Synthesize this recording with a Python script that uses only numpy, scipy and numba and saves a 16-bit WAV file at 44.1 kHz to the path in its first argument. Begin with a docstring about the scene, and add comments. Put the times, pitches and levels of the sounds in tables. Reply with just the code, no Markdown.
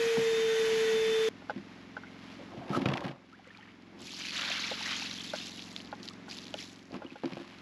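"""Outdoors at a pit: a small wet vacuum whines (shaft and blade tones, turbulent air, gurgling hose) until a hard cut.
After it a far engine idles on wavering harmonics over a murmur of noise. A plastic tub of muddy water is dragged over
a concrete box, tipped and poured on dry ground, and set down: slips and bumps ring its walls, grit rustles, and the
water is built of rising bubbles, fizz and short smacks. Something hollow is knocked now and then, as short modal rings."""
import sys
import numpy as np
from scipy import signal
from scipy.fft import rfft, irfft, next_fast_len
from scipy.io import wavfile
from numba import njit

SR = 44100
rng = np.random.default_rng(int(sys.argv[2]) if len(sys.argv) > 2 else 0)


def volts_from_decibels(level):
    """Turn decibel levels (scalar or array-like) into linear amplitude factors."""
    exponent = np.asarray(level, float) / 20
    return 10 ** exponent


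def waveform_to_disk(signal):
    """Save audio, clipped to [-1, 1], as 16-bit WAV at the path in sys.argv[1]."""
    frames = np.transpose(np.atleast_2d(signal))
    scaled = np.clip(frames, -1, 1) * 32767
    samples = np.round(scaled).astype(np.int16)
    wavfile.write(sys.argv[1], SR, samples)


N = 335601
CUT_S = 1.2885   # the vacuum stops and the open-air bed starts

# Open-air bed, whose whole level dips and recovers: [t/s, engine cycle f/Hz, bed level/dB]
OPEN_AIR_BED = [(1.29, 22.12, -51.5), (2.5, 22.35, -51), (3.2, 22.04, -59), (3.85, 22.2, -55.5),
                (4.5, 22.23, -50), (5.3, 22.35, -50), (6.1, 22.83, -50), (6.6, 22.6, -51),
                (7.2, 22.17, -59.5), (7.61, 22.33, -52)]
# Engine harmonics: [multiple of the cycle, relative level/dB]
ENGINE_ORDERS = [(1, -36), (2, -12), (3, -12), (4, -10), (5, -7), (6, -18), (7, -15), (8, -3), (9, -4),
                 (10, -2), (11, -7), (12, -1), (13, -6), (14, -8), (15, -14), (16, -11), (17, -13),
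                 (18, -20), (19, -18), (20, -16)]
# Spectrum of the open-air murmur: [f/Hz, relative level/dB per Hz]
MURMUR_SPECTRUM = [(30, -22), (60, -17), (110, -18), (250, -13), (400, -17), (800, -17), (1500, -20),
                   (2150, -18), (2700, -23), (5000, -31), (7000, -39), (8500, -52), (10800, -48),
                   (12500, -60), (14200, -72)]
# Rustle of hands and grit: [peak t/s, level/dB, t/s to rise 20 dB, t/s to fall 20 dB]
RUSTLES = [(1.8, -62, 3., .25), (2.28, -54, .4, .5), (3.6, -62, .8, .5), (7.12, -59, .2, .4),
           (7.35, -55, .25, 1.4)]
# Spectrum of grit: [f/Hz, relative level/dB per Hz]
GRIT_SPECTRUM = [(500, -33), (1000, -12.5), (2800, -11), (5000, -19), (7300, -31), (8800, -40),
                 (11000, -33.5), (12800, -56), (14200, -58)]
# Modes the hollow knocks ring with: [f/Hz, relative level/dB, t60/s]
HOLLOW_MODES = [(430, -6.5, 0.12), (532.4, 5, 0.1), (640, 6, 0.045), (690, -21, 0.056), (843, 5.5, 0.035),
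                (1054, -11.5, 0.057), (1430, -3, 0.019), (1500, -7.5, 0.04), (1620, -11, .025)]
# Hollow knocks: [t/s, relative level/dB, hardness/dB per octave]
HOLLOW_KNOCKS = [(1.419, -44, 5), (1.496, -25, 5.5), (1.505, -34.5, 2), (1.967, -31.5, 12),
                 (2.035, -48, 16), (4.713, -31.5, -3), (5.335, -28, 3.5), (5.926, -32.5, 6),
                 (6.281, -44.5, 13), (6.54, -30.5, 1.5), (7.019, -35, 4), (7.156, -39, 4)]
# Air rushing through the vacuum housing: [f/Hz, relative level/dB per Hz]
RUSH_SPECTRUM = [(310, -22), (520, -8), (1260, -8), (1960, -0.5), (2970, -4.5), (3660, -5.5), (7110, -14),
                 (8990, -22.5), (11100, -18.5), (14200, -42)]
# Resonances of the vacuum housing: [f/Hz, width/Hz, relative level/dB]
HOUSING_MODES = [(1544, 17, 4.5), (1860, 40, -3), (1957, 28, 0), (2110, 47, -4), (2644, 45, 0),
                 (3120, 57, -1.5), (3290, 34, 4), (3460, 52, -0.5), (6220, 40, 0), (6670, 50, 0),
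                 (7390, 60, 0), (6880, 60, 3)]
# Water rumbling in the hose: [f/Hz, relative level/dB per Hz]
GURGLE_SPECTRUM = [(24, -50), (40, -8), (112, -13), (212, 0), (254, -3.5), (294, -8.5), (400, -9.5),
                   (520, -43), (880, -120)]
# Chatter of the rim and singing of one wall mode: [t/s, length t/s, f/Hz, level/dB]
RIM_SQUEAKS = [(2.39, 0.045, 560, -50), (2.505, 0.045, 680, -51), (2.561, 0.033, 700, -46),
               (2.609, 0.03, 702, -45), (1.977, .17, 2140, -63.5), (2.722, 0.056, 1280, -38)]
# Shoves over concrete and soil: [peak t/s, level/dB, t/s to rise 20 dB, t/s to fall 20 dB, bite level/dB of the ribs]
SHOVES = [(2.64, -50, .5, .12, 0.), (2.73, -45, .05, .2, 5.), (2.772, -35, .07, .03, -3.),
          (2.82, -42, .06, .06, -6.), (2.87, -47, .03, .2, 11.), (2.97, -48, .2, .08, 3.),
          (3.05, -49, .06, .1, 6.), (3.105, -48, .12, .03, -6.), (4.024, -47, .19, .09, -10.),
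          (6.946, -40.5, .055, .09, -4.), (7.05, -50, .03, .04, 3.), (7.25, -53, .02, .45, 2.)]
# Modes of the plastic walls: [f/Hz, relative level/dB, t60/s after a bump]
TUB_MODES = [(135, -19.5, 0.16), (165, -22., 0.1), (199.4, -8.5, 0.12), (266, 1, 0.083), (345, -.5, 0.11),
             (452, -19, 0.045), (556, 5.5, 0.045), (702, 4, 0.03), (828, 1.5, 0.026), (900, 0.5, 0.021),
             (1082, 4, 0.02), (1280, -9.5, 0.04), (1600, -10, 0.047)]
# Tub bumps: [t/s, relative level/dB, favoured region f/Hz, relative crack level/dB]
TUB_BUMPS = [(0.17, -17, 800, -42), (0.177, -19, 190, -47), (0.192, -23, 600, -50), (1.56, -23.5, 234, -55),
             (1.578, -27.5, 267, -49), (2.575, -24.5, 134, -57), (2.68, -32, 600, -52),
             (2.694, -32, 800, -47), (2.702, -16, 221, -52), (2.755, -23, 230, -46), (2.773, -13, 267, -58),
             (2.817, -20, 250, -39), (2.857, -9, 165, -30), (2.886, -15, 140, -33), (2.9, -26, 650, -44),
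             (2.916, -25, 291, -42), (2.936, -19.5, 293, -34), (2.957, -40, 600, -45),
             (2.972, -23, 650, -35), (3.006, -40, 280, -42), (3.039, -40, 500, -45),
             (3.043, -17.5, 170, -46), (3.051, -42, 500, -47), (3.065, -42, 300, -45),
             (3.08, -35, 129, -42), (3.089, -25, 140, -56), (3.113, -39, 137.1, -51),
             (5.999, -34, 450, -52), (6.93, -34, 150, -59), (6.943, -29.5, 359, -51),
             (6.968, -39, 300, -53), (7.046, -26, 342, -56), (7.118, -32, 280, -55), (7.235, -17, 620, -48),
             (7.241, -17, 370, -52), (7.256, -19, 380, -44), (7.275, -32, 900, -52), (7.321, -23, 220, -45),
             (7.368, -20, 600, -49), (7.399, -30, 340, -56), (7.413, -31, 400, -58)]
# A bump lands as three growing touches: [relative level/dB]
TOUCH_LEVELS = [-7, -3, 0]
# The edge skids and hisses: [peak t/s, level/dB, t/s to rise 20 dB, t/s to fall 20 dB]
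EDGE_SKID = (2.772, -45, .07, .008)
# Spectrum of splashing water: [f/Hz, relative level/dB per Hz]
SPLASH_SPECTRUM = [(260, -16), (450, -48), (543, -21), (640, -26), (1400, -14), (2470, 1.5), (4220, 5.5),
                   (7100, -13), (8940, -28.5), (10900, -17), (14200, -50)]
# The tilt lets the water out: [t/s, nominal splash level/dB]
POUR = [(3.96, -80), (4.01, -55), (4.06, -48), (4.14, -48), (4.21, -43), (4.29, -43.5), (4.34, -39),
        (4.42, -37), (4.68, -37.5), (4.8, -40.5), (4.9, -37), (5.26, -45.5), (5.52, -50), (5.73, -54),
        (5.88, -64), (6.22, -75), (6.9, -78)]
# Last gushes shaken over the rim: [peak t/s, level/dB, t/s to rise 20 dB, t/s to fall 20 dB]
RIM_GUSHES = [(5.36, -48, .03, .15), (6.045, -54, .03, .1), (6.31, -47.5, .035, .27),
              (6.585, -45.5, .03, .18)]
# Single bubbles of sloshing water, low and high: [t/s, level/dB, starting f/Hz, length/cycles, pitch rise/share]
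SLOSH_BUBBLES = [(3.323, -49, 1250, 75, 0.89), (3.394, -47, 750, 10, .08), (3.503, -44.5, 1774, 28, .04),
                 (3.548, -43.5, 2340, 20, 0.06), (3.627, -47, 1810, 30, .15), (3.47, -48, 500, 10, .04),
                 (3.672, -53, 1700, 70, .8), (4.219, -33, 2800, 16, .3), (4.32, -32, 4100, 20, .1),
                 (4.394, -28, 2750, 14, .1), (4.421, -25, 3300, 14, .2), (4.572, -31, 2500, 12, .2),
                 (4.64, -28, 2200, 22, .25), (4.682, -31, 1900, 12, .2), (4.135, -44, 900, 5.3, 0.84),
                 (4.503, -32.5, 640, 5.3, 0.28), (4.516, -22.5, 2350, 15, 0.92),
                 (4.55, -27, 2740, 14, 0.54), (4.809, -37.5, 820, 11, 0.26), (5.02, -37.5, 797, 8.7, .3),
                 (6.109, -43, 1200, 10, .15), (7.064, -42, 2870, 25, .05), (7.104, -41, 2470, 22, .12),
                 (3.586, -48, 835, 18, .06), (3.609, -48, 2950, 18, .12)]
# Short bright smacks, mostly drops, also the snap of a knock and cracks of the tub:
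# [t/s, relative level/dB, relative f/Hz]
BRIGHT_SMACKS = [(1.505, -40, 5000), (3.3298, -43, 3300), (3.475, -50, 7000), (3.5728, -40, 4000),
                 (3.8222, -48, 4400), (4.059, -36, 6000), (4.093, -39, 2200), (4.121, -38, 2708),
                 (4.252, -27, 2205), (4.2689, -25, 2680), (4.3075, -25, 3080), (5.1125, -22, 4040),
                 (5.5937, -27.5, 3000), (5.622, -31, 3490), (5.7633, -19.5, 3580), (5.777, -35, 4600),
                 (5.8027, -31.5, 2900), (5.814, -37, 4200), (5.858, -38, 3800), (6.418, -36, 5200),
                 (5.918, -36, 4000), (5.953, -36.5, 3970), (6.0307, -34, 5500), (6.056, -35, 5000),
                 (6.135, -39, 5000), (6.0781, -27, 4020), (6.0869, -22.5, 3820), (6.312, -30, 4900),
                 (6.3861, -31, 4440), (6.4814, -33, 3930), (6.541, -23.5, 2800), (6.617, -34, 3700),
                 (6.76, -38, 4600), (6.792, -41, 3400), (6.828, -45, 5000), (6.855, -46, 5700),
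                 (6.92, -41, 4500), (6.942, -36, 2530), (6.965, -39, 4700), (7.257, -34, 4900),
                 (7.334, -33, 2300), (7.5856, -41, 3810)]
# Runs of small drips: [start t/s, length t/s, relative level/dB, relative f/Hz]
DRIP_RUNS = [(5.44, .46, -37, 3900), (6.28, .22, -37, 4300)]
# Side signal (half the left-right difference) against the middle: [f/Hz, relative level/dB]
SIDE_SPECTRUM = [(60, -71), (1000, -36), (5000, -29), (8500, -20), (10000, -22), (12500, -2)]


def rms_one(x):
    """Scales to unit rms."""
    return x / np.sqrt(np.mean(x ** 2) + 1e-20)


def in_time(rows):
    """Draws table columns as curves, one value per sample."""
    s, *columns = np.transpose(rows)
    return [np.interp(np.arange(N) / SR, s, c) for c in columns]


def colour(x, points):
    """Shapes a signal by a spectrum, straight lines in dB over log frequency."""
    size = next_fast_len(N)
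    hz = np.maximum(np.fft.rfftfreq(size, 1 / SR), 1)
    table = np.array(points)
    gain = volts_from_decibels(np.interp(np.log(hz), np.log(table[:, 0]), table[:, 1]))
    return irfft(rfft(x, size) * gain, size)[:N]


def white():
    """White noise of spread 1."""
    return rng.standard_normal(N)


def drift(rate):
    """Slow random wander of spread 1: noise through two poles at rate Hz, drawn every 40 samples."""
    r = np.exp(-80 * np.pi * rate / SR)
    noise = rng.standard_normal(N // 40 + 2002)
    slow = signal.lfilter([1], [1, -2 * r, r * r], noise)[2000:]
    return np.interp(np.arange(N) / 40, np.arange(len(slow)), rms_one(slow))


def butter(x, order, hz, kind):
    """Butterworth filter."""
    return signal.sosfilt(signal.butter(order, hz, kind, fs=SR, output="sos"), x)


def ring(clicks, hz, t60):
    """A unit click sets a sine of starting height 1 ringing."""
    r, w = volts_from_decibels(-60 / (t60 * SR)), 2 * np.pi * hz / SR
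    return signal.lfilter([0, np.sin(w)], [1, -2 * r * np.cos(w), r * r], clicks + 1e-18)


def swell(clicks, hz, t60, cycles):
    """A yielding blow: the mode is driven through a brief resonance of its own and takes a few cycles to bloom."""
    driven = ring(ring(clicks, hz, t60), hz, cycles / hz)
    return driven * 2 * np.log(1000) * hz / (cycles * SR)


def decay(clicks, t60):
    """Each click becomes an exponentially dying envelope."""
    return signal.lfilter([1], [1, -volts_from_decibels(-60 / (t60 * SR))], clicks)


def soft(x, hz):
    """A yielding contact: double one-pole low-pass."""
    r = np.exp(-2 * np.pi * hz / SR)
    return signal.lfilter([(1 - r) ** 2], [1, -2 * r, r * r], x)


def surge(s, db, rise_s, fall_s):
    """A level that climbs to its peak and sinks again, evenly in dB."""
    late = np.arange(N) / SR - s
    return volts_from_decibels(db + 20 * np.where(late < 0, late / rise_s, -late / fall_s))


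def grains(per_s, spread_db):
    """Random clicks of uneven size, scaled toward unit mean power."""
    share = np.clip(per_s / SR, 1e-6, 1)
    heights = volts_from_decibels(spread_db * np.minimum(rng.exponential(1, N), 5))
    sizes = rms_one(heights * rng.choice([-1, 1], N))
    return sizes * (rng.random(N) < share) / np.sqrt(share)


def strikes(at_s, sizes):
    """One click per blow."""
    clicks = np.zeros(N)
    np.add.at(clicks, np.round(np.asarray(at_s) * SR).astype(int), sizes)
    return clicks


@njit
def add_bubbles(out, at, size, hz, cycles, rise, sr):
    """Each bubble is a swelling and dying sine whose pitch climbs as it nears the surface."""
    for k in range(len(at)):
        phase, step = 0.0, hz[k] / sr
        for i in range(at[k], len(out)):
            done = phase / cycles[k]
            if done > 1:
                break
            phase += step * (1 + rise[k] * done ** 1.5)
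            out[i] += size[k] * min(8 * done, 1.0) * (1 - done) * np.sin(2 * np.pi * phase)


def surroundings():
    """Engine orders waver a little on their way through the air; they and the murmur share one level that dips."""
    cycle_hz, level_db = in_time(OPEN_AIR_BED)
    turn = 2 * np.pi * np.cumsum(cycle_hz) / SR
    engine = 0
    for k, db in ENGINE_ORDERS:
        level = volts_from_decibels(db + .12 * k * drift(1.2) + drift(3))
        phase = 1.2 * rng.normal() + .03 * k * drift(3)
        engine = engine + level * np.sin(k * turn + phase)
    murmur = rms_one(colour(white(), MURMUR_SPECTRUM))
    bed = rms_one(engine) + volts_from_decibels(-4.5) * murmur
    return volts_from_decibels(level_db) * bed * (np.arange(N) >= CUT_S * SR)


def rustle():
    """Hands and grit make dense fine grains that come in clumps."""
    clumps = grains(6000 * volts_from_decibels(4.3 * drift(20)), spread_db=4.5)
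    fine = rms_one(colour(clumps, GRIT_SPECTRUM))
    return sum(surge(*row) for row in RUSTLES) * fine * (np.arange(N) >= CUT_S * SR)


def knocks():
    """A hard blow wakes the upper modes more; every blow adds a short crack, and the ground echoes it."""
    s, peak_db, hardness = np.transpose(HOLLOW_KNOCKS)
    luck = rng.normal(0, 1, (len(s), 2 * len(HOLLOW_MODES)))
    rings = 0
    for k, (hz, db, t60) in enumerate(HOLLOW_MODES):
        tilt_db = hardness * np.log2(hz / 800)
        sizes = volts_from_decibels(peak_db + db + tilt_db + 2.8 * luck[:, 2 * k] - 8.) * np.sign(luck[:, 2 * k + 1])
        rings = rings + swell(strikes(s, sizes), hz, t60, cycles=8.7)
    crack = decay(strikes(s, volts_from_decibels(peak_db - 17)), t60=0.048)
    noise = rms_one(soft(colour(white(), GRIT_SPECTRUM), hz=5000))
    blows = rings + soft(crack, hz=300) * noise
    return blows + volts_from_decibels(-7.5) * np.roll(blows, round(.0085 * SR))   # ground echo


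def vacuum():
    """Shaft and blade tones over turbulent air; the motor slows as water fills the hose, where it rumbles."""
    loaded_hz, free_extra_hz, settle_s, blades = 442.6, 19., .4, 8
    throb_db, throb_s, throb_top_s = 3.5, .66, .45   # slow swing of the blade tone either way, period, a crest
    t = np.arange(N) / SR
    free = np.exp(-t / settle_s)   # share of the load still missing
    shaft_hz = loaded_hz + free_extra_hz * free
    turn = 2 * np.pi * np.cumsum(shaft_hz * (1 + 0.00074 * drift(21))) / SR
    shaft = volts_from_decibels(-28. - .8 * free + 0.5 * drift(27)) * (np.sin(turn) + volts_from_decibels(-33) * np.sin(2 * turn))
    # the blade tone grows under load and throbs slowly
    blade_db = -45. - 7. * free + throb_db * np.cos(2 * np.pi * (t - throb_top_s) / throb_s)
    blade = volts_from_decibels(blade_db + 1.9 * drift(30)) * np.sin(blades * turn + .5 * drift(5))
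    air = colour(white(), RUSH_SPECTRUM)
    lift = 0
    for hz, width, db in HOUSING_MODES:
        resonance = ring(air, hz, np.log(1000) / np.pi / width) * width * 2 * np.pi / SR
        lift = lift + volts_from_decibels(db + 1 + 3.3 * drift(4.)) * resonance
    rush = rms_one(air + lift) * volts_from_decibels(-38.5 + 1.5 * free + .6 * drift(5.6))
    gurgle = rms_one(colour(white(), GURGLE_SPECTRUM)) * volts_from_decibels(-48. - 3. * free + 2.8 * drift(32))
    return (np.sqrt(2) * (shaft + blade) + rush + gurgle) * (np.arange(N) < CUT_S * SR)


def squeaks():
    """Fast slips drive one narrow resonance for a moment."""
    out, t = 0, np.arange(N) / SR
    slips = grains(600, spread_db=3.0)
    for s, length, hz, db in RIM_SQUEAKS:
        gate = np.interp(t, [s, s + 0.0096, s + length - .008, s + length], [0, 1, 1, 0])
        out = out + volts_from_decibels(db) * gate * rms_one(ring(slips, hz, 0.045))
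    return out


def bump_rings():
    """A bump touches three times and rings the plastic walls, most of all near the region it hits."""
    touch_gap_s = .0005
    s, peak_db, region_hz, _ = np.transpose(TUB_BUMPS)
    luck = rng.normal(0, 1, (len(s), len(TUB_MODES), 4))
    touch_s = s[:, None] + touch_gap_s * np.array([-1, 0, 1])
    bumps = 0
    for k, (hz, db, t60) in enumerate(TUB_MODES):
        near_db = -10.5 * np.abs(np.log2(hz / region_hz))
        mode_db = peak_db + 0.33 * db + near_db - 13.
        touch_db = mode_db[:, None] + TOUCH_LEVELS + 1.5 * luck[:, k, :3]
        sizes = volts_from_decibels(touch_db) * np.sign(luck[:, k, 3:])
        bumps = bumps + swell(strikes(touch_s.ravel(), sizes.ravel()), hz, t60, cycles=2.5)
    return butter(bumps, 2, 105., "high")   # small walls radiate no deep bass


def bump_cracks():
    """Each bump snaps brightly, ticks in the treble and crunches dully; the skidding edge hisses."""
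    s, peak_db, _, crack_db = np.transpose(TUB_BUMPS)
    snap = decay(strikes(s, volts_from_decibels(crack_db + 3.)), t60=.018)
    crunch = decay(strikes(s, volts_from_decibels(crack_db + 3.)), t60=.055)
    # the tick grows as the snap outweighs the thud
    tick_db = crack_db - 3. + .7 * (crack_db - peak_db)
    tick = decay(strikes(s, volts_from_decibels(tick_db)), t60=.014)
    sand = colour(white(), GRIT_SPECTRUM)
    hiss = rms_one(np.diff(sand, prepend=0))
    dull = rms_one(butter(colour(grains(2500., spread_db=3.5), GRIT_SPECTRUM), 2, 3000., "low"))
    out = (tick + surge(*EDGE_SKID)) * hiss
    out = out + soft(snap, hz=2500) * rms_one(soft(sand, hz=9000.))
    return out + volts_from_decibels(-4.) * soft(crunch, hz=400) * dull


def drag():
    """Slips of the dragged bottom rub the wall modes, low panels and higher ribs, over grinding grit."""
    concrete_grit_db, soil_grit_db, soil_from_s = -10., -14., 3.5
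    grit = grains(8000 * volts_from_decibels(6. * drift(30)), spread_db=4.0)
    grit = rms_one(colour(grit, GRIT_SPECTRUM))
    panels, ribs = 0, 0
    for hz, db, t60 in TUB_MODES:
        slips = grains(400 * volts_from_decibels(3.5 * drift(11)), spread_db=4.5)
        rubbed = volts_from_decibels(db) * ring(slips, hz, 0.65 * t60)   # rubbed walls ring shorter
        if hz < 500:
            panels = panels + rubbed
        else:
            ribs = ribs + rubbed
    panels, ribs = rms_one(panels), rms_one(ribs)
    out = 0
    for *shove, bite_db in SHOVES:
        grit_db = concrete_grit_db if shove[0] < soil_from_s else soil_grit_db
        out = out + surge(*shove) * (panels + volts_from_decibels(bite_db) * ribs + volts_from_decibels(grit_db) * grit)
    return out


def tub():
    """Drag slips and single bumps ring the same plastic walls; each bump also cracks."""
    return bump_rings() + bump_cracks() + drag()


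def trickle():
    """Water running along the tilted wall lets off scattered small bubbles."""
    out, draw = np.zeros(N), rng.random((120, 4))
    at = ((3.44 + .28 * draw[:, 0]) * SR).astype(np.int64)
    sizes = volts_from_decibels(-58 + 9. * draw[:, 1] ** 2)
    hz = 1100 * 2 ** (1.6 * draw[:, 2])
    add_bubbles(out, at, sizes, hz, 4 + 14 * draw[:, 3] ** 2, .3 * draw[:, 1], SR)
    return out


def stream():
    """The stream breaks into fizz and bubbles; a thin flow gives fewer, smaller ones."""
    full_db = -37   # splash of the full stream
    t = np.arange(N) / SR
    poured = volts_from_decibels(in_time(POUR)[0]) * (t > POUR[0][0]) * (t < 6.95)
    splash_db = 20 * np.log10(poured + sum(surge(*row) for row in RIM_GUSHES) + 1e-9)
    # a thinner flow has less deep slosh and more mist beside its bubbles
    thin_db = np.clip(splash_db - full_db, -18, 0)
    deep_db, mist_db = -3. 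+ 1.2 * thin_db, -13.5 - .5 * thin_db
    flow = np.clip(volts_from_decibels(splash_db + 34), .08, 1.2)
    per_s = 3500 * flow ** .7
    at = np.flatnonzero(rng.random(N) < per_s * volts_from_decibels(2.5 * drift(22)) / SR)
    draw = rng.random((N, 5))[at]
    sizes = volts_from_decibels(5.1 * np.minimum(-np.log(draw[:, 0] + 1e-9), 2.6)) / np.sqrt(per_s[at])
    hz = 3300 * flow[at] ** -.1 * 2 ** (.95 * (draw[:, 1] - draw[:, 4]))   # crowds around one typical bubble
    bubbles = np.zeros(N)
    add_bubbles(bubbles, at, sizes, hz, 3 + 22 * draw[:, 2] ** 3, .5 * draw[:, 3], SR)
    fizz = colour(grains(12000 * flow, spread_db=3.2) * volts_from_decibels(1.2 * drift(28)), SPLASH_SPECTRUM)
    deep = rms_one(butter(fizz, 3, [450, 1600], "band"))
    middle = rms_one(butter(fizz, 3, [1600, 6000], "band"))
    mist = rms_one(butter(fizz, 3, [6000, 14500], "band"))
    mix = volts_from_decibels(-1.5) * rms_one(bubbles) + volts_from_decibels(-3.) * middle
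    mix = mix + volts_from_decibels(deep_db + 1.5 * drift(25)) * deep + volts_from_decibels(mist_db) * mist
    return volts_from_decibels(splash_db) * mix


def slosh():
    """Single bubbles of sloshing water, low and high, stand out one by one."""
    out = np.zeros(N)
    s, peak_db, hz, cycles, rise = np.transpose(SLOSH_BUBBLES)
    add_bubbles(out, (s * SR).astype(np.int64), volts_from_decibels(peak_db), hz, cycles, rise, SR)
    return out


def smacks():
    """Short bright smacks, mostly drops and runs of drips on the ground: a brief chirp and a puff of spatter each."""
    small = []
    for (s, length, db, hz), run in zip(DRIP_RUNS, rng.random((len(DRIP_RUNS), 11, 3))):
        for a, b, c in run:
            small.append((s + length * a, db + 8. * (b - .5), hz * 2 ** (.7 * (c - .5))))
    s, peak_db, hz = np.transpose(BRIGHT_SMACKS + small)
    out, count = np.zeros(N), len(s)
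    at = (s * SR).astype(np.int64)
    add_bubbles(out, at, volts_from_decibels(peak_db - 1.5), 0.954 * hz, np.full(count, 5.5), np.full(count, .3), SR)
    spatter = decay(strikes(s, volts_from_decibels(peak_db - 11)), t60=.012)
    return out + soft(spatter, hz=5000) * rms_one(colour(white(), SPLASH_SPECTRUM))


def water():
    """The poured stream, with single bubbles and short smacks standing out of it."""
    return stream() + slosh() + smacks()


def scene():
    """Everything sounds from straight ahead."""
    mid = surroundings() + rustle() + knocks() + vacuum() + squeaks() + tub() + trickle() + water()
    return np.array([mid, mid])


def low_pass(x):
    """Removes everything above the highest recorded frequency."""
    return signal.sosfilt(signal.butter(12, 14340, fs=SR, output="sos"), x)


def record(dry):
    """The microphone cuts the bass, its housing notches the treble; a flickering side signal spreads mostly the top."""
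    mid = butter(dry[0], 2, 85., "high")
    mid = signal.lfilter(*signal.iirnotch(9030, 9., fs=SR), mid)
    side = colour(mid, SIDE_SPECTRUM) * drift(120)
    mix = np.array([mid + side, mid - side])
    return low_pass(mix)


dry = scene()
out = record(dry)
waveform_to_disk(out)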